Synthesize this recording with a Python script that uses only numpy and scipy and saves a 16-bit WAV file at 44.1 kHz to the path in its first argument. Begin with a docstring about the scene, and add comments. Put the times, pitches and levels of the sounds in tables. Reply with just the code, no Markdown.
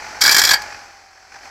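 """Tractor driving a post-hole auger

A diesel tractor runs in an open field. For a third of a second the steel auger drive chatters
violently, overloads the microphone and rings out. The engine then sags and goes quiet, its gear
whine falling, until the governor feeds it fuel again."""
import sys
import numpy as np
from scipy import signal
from scipy.fft import rfft, irfft
from scipy.io import wavfile

SR = 44100
rng = np.random.default_rng(int(sys.argv[2]) if len(sys.argv) > 2 else 0)


def log_audio(samples):
    """Write samples as a 16-bit WAV file to the path given in sys.argv[1]."""
    # one column per channel
    frames = np.atleast_2d(samples).T
    # limit to full scale, then quantise
    limited = np.clip(frames, -1, 1)
    pcm = np.round(limited * 32767).astype(np.int16)
    wavfile.write(sys.argv[1], SR, pcm)


N = 66150
TIME = np.arange(N) / SR


def amp(db):
    """Decibels to gain."""
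    return 10 ** (np.asarray(db) / 20)


def unit(x):
    """Scale to rms 1."""
    return x / np.sqrt(np.mean(x ** 2) + 1e-20)


def curve(points):
    """Straight lines through (t/s, value) points."""
    return np.interp(TIME, *np.transpose(points))


def wander(rate_hz):
    """Random drift below rate_hz, rms 1."""
    rolloff = 1 + (np.fft.rfftfreq(N, 1 / SR) / rate_hz) ** 4
    return unit(irfft(rfft(rng.standard_normal(N)) / rolloff, N))


def colour(x, spectrum, size=8192):
    """Minimum-phase filter of unit energy, shaped by (f/Hz, level/dB) points."""
    hz, db = np.transpose(spectrum)
    bins_hz = abs(np.fft.fftfreq(size, 1 / SR)) + 1
    log_gain = np.log(amp(np.interp(np.log(bins_hz), np.log(hz), db)))
    response = np.exp(np.conj(signal.hilbert(log_gain)))
    taps = np.fft.ifft(response).real[:size // 2]
    return signal.fftconvolve(x, taps / np.linalg.norm(taps))[:N]


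def resonate(x, hz, width_hz):
    """One resonance of unit energy."""
    t = TIME[:2048]
    ring = np.sin(2 * np.pi * hz * t) * np.exp(-np.pi * width_hz * t)
    return signal.oaconvolve(x, ring / np.linalg.norm(ring))[:N]


def ring_out(x, tail_db, t60_s):
    """Add the dense decay of countless small modes."""
    decay = rng.standard_normal(N) * amp(-60 * TIME / t60_s)
    tail = signal.fftconvolve(x, decay / np.linalg.norm(decay))[:N]
    return (x + amp(tail_db) * tail) / np.hypot(1, amp(tail_db))


def grit(spread_db):
    """Stream of tiny impacts of uneven size, rms 1."""
    return unit(rng.standard_normal(N) * amp(spread_db * wander(1490)))


def burst(start_s, db, length_s, attack_s=.0015, release_s=.0035):
    """Envelope of one chattering contact: attack, hold, release."""
    age_s = TIME - start_s
    attack = np.clip(age_s / attack_s, 0, 1)
    return amp(db) * attack * np.exp(-np.maximum(age_s - length_s, 0) / release_s)


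def clatter(knocks, effort_db):
    """Combustion clatter: the block rattles with each firing, louder with effort."""
    # clatter spectrum: f/Hz, level/dB
    spectrum = [(25, -38), (60, -15), (180, -15), (330, -9), (500, -9), (650, -2), (800, 0), (1120, -5),
                (1550, 1), (2020, -4), (2450, -3), (2750, -14), (3100, -13), (3500, -22), (5000, -16),
                (9000, -36), (16000, -50)]
    return colour(grit(spread_db=1.5) * knocks * amp(-36 + effort_db), spectrum)


def stray_knocks():
    """A few separate knocks sound the engine body."""
    # knocks: t/s, level/dB, length/s
    hits = [(0.021, -35, .005), (.041, -35, 0.0092), (0.703, -39, .001), (.722, -32.5, 0.003),
            (.744, -31.5, 0.0033), (1.173, -44.5, 0.0043), (1.32, -39.5, .006), (1.341, -35.5, 0.0055),
            (1.356, -38, 0.012)]
    # body response: f/Hz, level/dB
    body = [(50, -16), (400, -15), (800, -5.5), (1150, -7), (1600, 4), (2000, -1.5), (2450, -4),
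            (3000, -24), (5500, -7.5), (9000, -39), (16000, -52)]
    return colour(grit(spread_db=.74) * sum(burst(*hit) for hit in hits), body)


def hiss(knocks, effort_db):
    """Mechanical hiss, pulsing lightly with the firings."""
    # hiss spectrum: f/Hz, level/dB
    spectrum = [(100, -20), (800, -2), (2400, -2), (2800, -10), (3950, -10), (4250, 0), (5400, 1.5),
                (6300, -1), (6600, -7), (7900, -9), (8500, -22), (11400, -19), (12700, -29), (13900, -21),
                (14500, -31), (16000, -33)]
    pulsing = grit(spread_db=.97) * unit(2.7 + knocks)
    return amp(-40 + .81 * effort_db) * colour(pulsing, spectrum)


def exhaust(firings, effort_db):
    """Exhaust hum: wavering harmonics of the four-firing cycle."""
    # exhaust lines: cycle order, level/dB
    lines = [(3, -3), (4, 2), (5, 2), (7, -2), (8, 3), (9, -7)]
    cycles = firings / 4
    hum = np.zeros(N)
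    for order, db in lines:
        hum += amp(db + .83 * wander(16)) * np.sin(2 * np.pi * (order * cycles + rng.random()))
    return amp(-54.5 + .83 * effort_db) * unit(hum)


def gear_whine(firings, effort_db, order=18):
    """Gear tone locked to the firing rate, rougher once the engine pulls again."""
    # level and phase waver: t/s, depth/1
    waver = [(0, .35), (1.28, .35), (1.36, .8)]
    depth = curve(waver)
    flutter = (1 + depth * wander(53)) / np.hypot(1, depth)
    tone = np.sin(2 * np.pi * order * firings + depth * wander(34))
    return amp(-42 + .89 * effort_db) * unit(flutter * tone)


def engine(knock_decay_s=.0073):
    """Diesel: each firing knocks the block; hiss, exhaust and whine follow speed and effort."""
    # engine speed: t/s, firing rate/Hz
    speed = [(0, 47.3), (.2, 47.3), (.62, 46.5), (.76, 45.4), (.95, 44.3), (1.12, 43), (1.27, 42.1),
             (1.35, 44.5), (1.5, 44.8)]
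    # engine effort: t/s, level/dB
    effort = [(0, 0), (.05, 2), (.2, 0.5), (.6, 3.5), (.75, -2), (.8, -4.5), (.92, -9.5), (1.1, -15),
              (1.3, -12.5), (1.35, -7), (1.405, -9.5), (1.455, -3), (1.5, -7.5)]
    firing_hz, effort_db = curve(speed), curve(effort)
    firings = np.cumsum(firing_hz) / SR
    since_firing_s = (firings % 1) / firing_hz
    knocks = unit(1 + np.exp(-since_firing_s / knock_decay_s))
    noise = clatter(knocks, effort_db) + stray_knocks() + hiss(knocks, effort_db)
    return noise + exhaust(firings, effort_db) + gear_whine(firings, effort_db)


def steel_ring(force):
    """Shaft and boom ring in decaying modes."""
    # steel modes: f/Hz, level/dB, t60/s
    modes = [(1485, -2, .4), (1592, -6, .2), (1670, -2, .2), (1694, 1, .35), (1842, -3, .2), (1872, -5, .2),
             (2269, -9, .2), (3325, -4, .12), (3354, -4, .12), (3941, -17, .3), (4088, -9, .2),
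             (4320, -13, .2), (4662, -2, .16), (4863, -6, .15), (4920, -5, .15), (5180, -10, .3)]
    response = np.zeros(N)
    for hz, db, t60_s in modes:
        mode = np.sin(2 * np.pi * hz * TIME) * amp(-60 * TIME / t60_s)
        response += amp(db) * mode / np.linalg.norm(mode)
    return signal.fftconvolve(force, response)[:N]


def auger():
    """Steel drive parts hammer on each other; each blow clashes, clangs and zings at its own pitch."""
    # blows: t/s, clash/dB, clang/dB, chatter length/s, zing f/Hz, zing/dB
    blows = [(0.2074, -14, -9, 0.0036, 4970, -37), (.2120, -6.5, -17, 0.0033, 5200, -13),
             (0.2158, -5.5, -3.5, 0.0087, 5580, 4.5), (0.2366, -1.5, -0.5, .007, 5000, -12),
             (0.25, -12, 4.5, .003, 4900, -14), (0.2571, -4, -2, 0.011, 5000, 0.5),
             (.2760, -4.5, 5, 0.0051, 5330, -6), (0.2917, 0.5, 5, 0.003, 5050, 6),
             (0.3112, -3.5, 0, 0.006, 5140, -18), (0.3202, -4, -3.5, 0.0083, 4880, -2.5),
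             (0.344, -1.5, 4.5, 0.0051, 4960, -0.5), (0.3647, 3.5, 6.5, 0.0032, 5600, -21),
             (0.3814, 0.5, 1, 0.0064, 6000, -16), (0.39, 1, -2, 0.0059, 4610, 1),
             (0.416, 0.5, 5.5, 0.002, 4080, 4.5), (0.4368, -1, 5, 0.0035, 4500, 2.5),
             (0.4488, -0.5, -9, 0.0049, 4970, -28), (0.471, -9.5, 0.5, 0.0083, 4310, -4),
             (0.4898, -5, -2.5, 0.0076, 4240, 0), (0.5085, -3, 2, 0.0089, 4700, 6.5),
             (0.5335, -3, -0.5, 0.0055, 4570, 0), (0.541, -19, -14, 0.0037, 4750, 3.5),
             (0.618, -21, -19, 0.0036, 4700, -36)]
    # bright clash of the contact: f/Hz, level/dB
    clash_spectrum = [(100, -37), (2000, -7), (2900, -27.5), (3150, -1.5), (3360, -4), (3600, -12.5),
                      (4100, -4.5), (4420, -5.5), (4650, 1.5), (5300, 0), (5750, -2.5), (6050, -9.5),
                      (7200, -5), (7900, -11.5), (8200, -14), (10200, -18.5), (11400, -15.5), (12500, -10),
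                      (14000, -20.5), (16000, -30)]
    # lower clang of the frame: f/Hz, level/dB
    clang_spectrum = [(15, -21), (40, -11.5), (100, -38), (300, -16.5), (550, -19.5), (780, -0.5),
                      (1250, -10.5), (1480, 3), (1750, 1), (2050, -5), (2250, 2.5), (2520, -7),
                      (2750, -15.5), (5000, -40.5), (16000, -69)]
    contact_grit, frame_grit = grit(spread_db=2.2), grit(spread_db=2.2)
    contact_force = contact_grit * burst(start_s=.213, db=-15, length_s=.332)  # scrape between blows
    frame_force, zing = np.zeros((2, N))
    for start_s, clash_db, clang_db, length_s, zing_hz, zing_db in blows:
        chatter = burst(start_s, 0, length_s)
        contact_force += amp(clash_db) * chatter * contact_grit
        frame_force += amp(clang_db) * chatter * frame_grit
        zing += amp(zing_db) * chatter * unit(resonate(contact_grit, zing_hz, width_hz=147))
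    contact = amp(-8) * colour(contact_force, clash_spectrum) + amp(-14) * zing
    clash = ring_out(contact, tail_db=-8.5, t60_s=.11)
    clang = ring_out(colour(frame_force, clang_spectrum), tail_db=3, t60_s=.14)
    return clash + amp(-14) * clang + amp(-27.5) * steel_ring(frame_force)


def scene():
    """Tractor and auger in open air, mono."""
    return (engine() + auger())[None]


def record(dry, clip_level=.72, knee=5, skew=.054, low_cut_hz=18, high_cut_hz=16000):
    """The microphone overloads, a little lopsidedly, on the loudest blows; band limits follow."""
    clipped = dry / (1.5 + abs(dry / clip_level) ** knee) ** (1 / knee)
    skewed = clipped + skew * clipped ** 2
    highpass = signal.butter(2, low_cut_hz, "high", fs=SR, output="sos")
    lowpass = signal.firwin(511, high_cut_hz, window=("kaiser", 9), fs=SR)
    return signal.oaconvolve(signal.sosfilt(highpass, skewed), lowpass[None], "same")


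dry = scene()
out = record(dry)
log_audio(out)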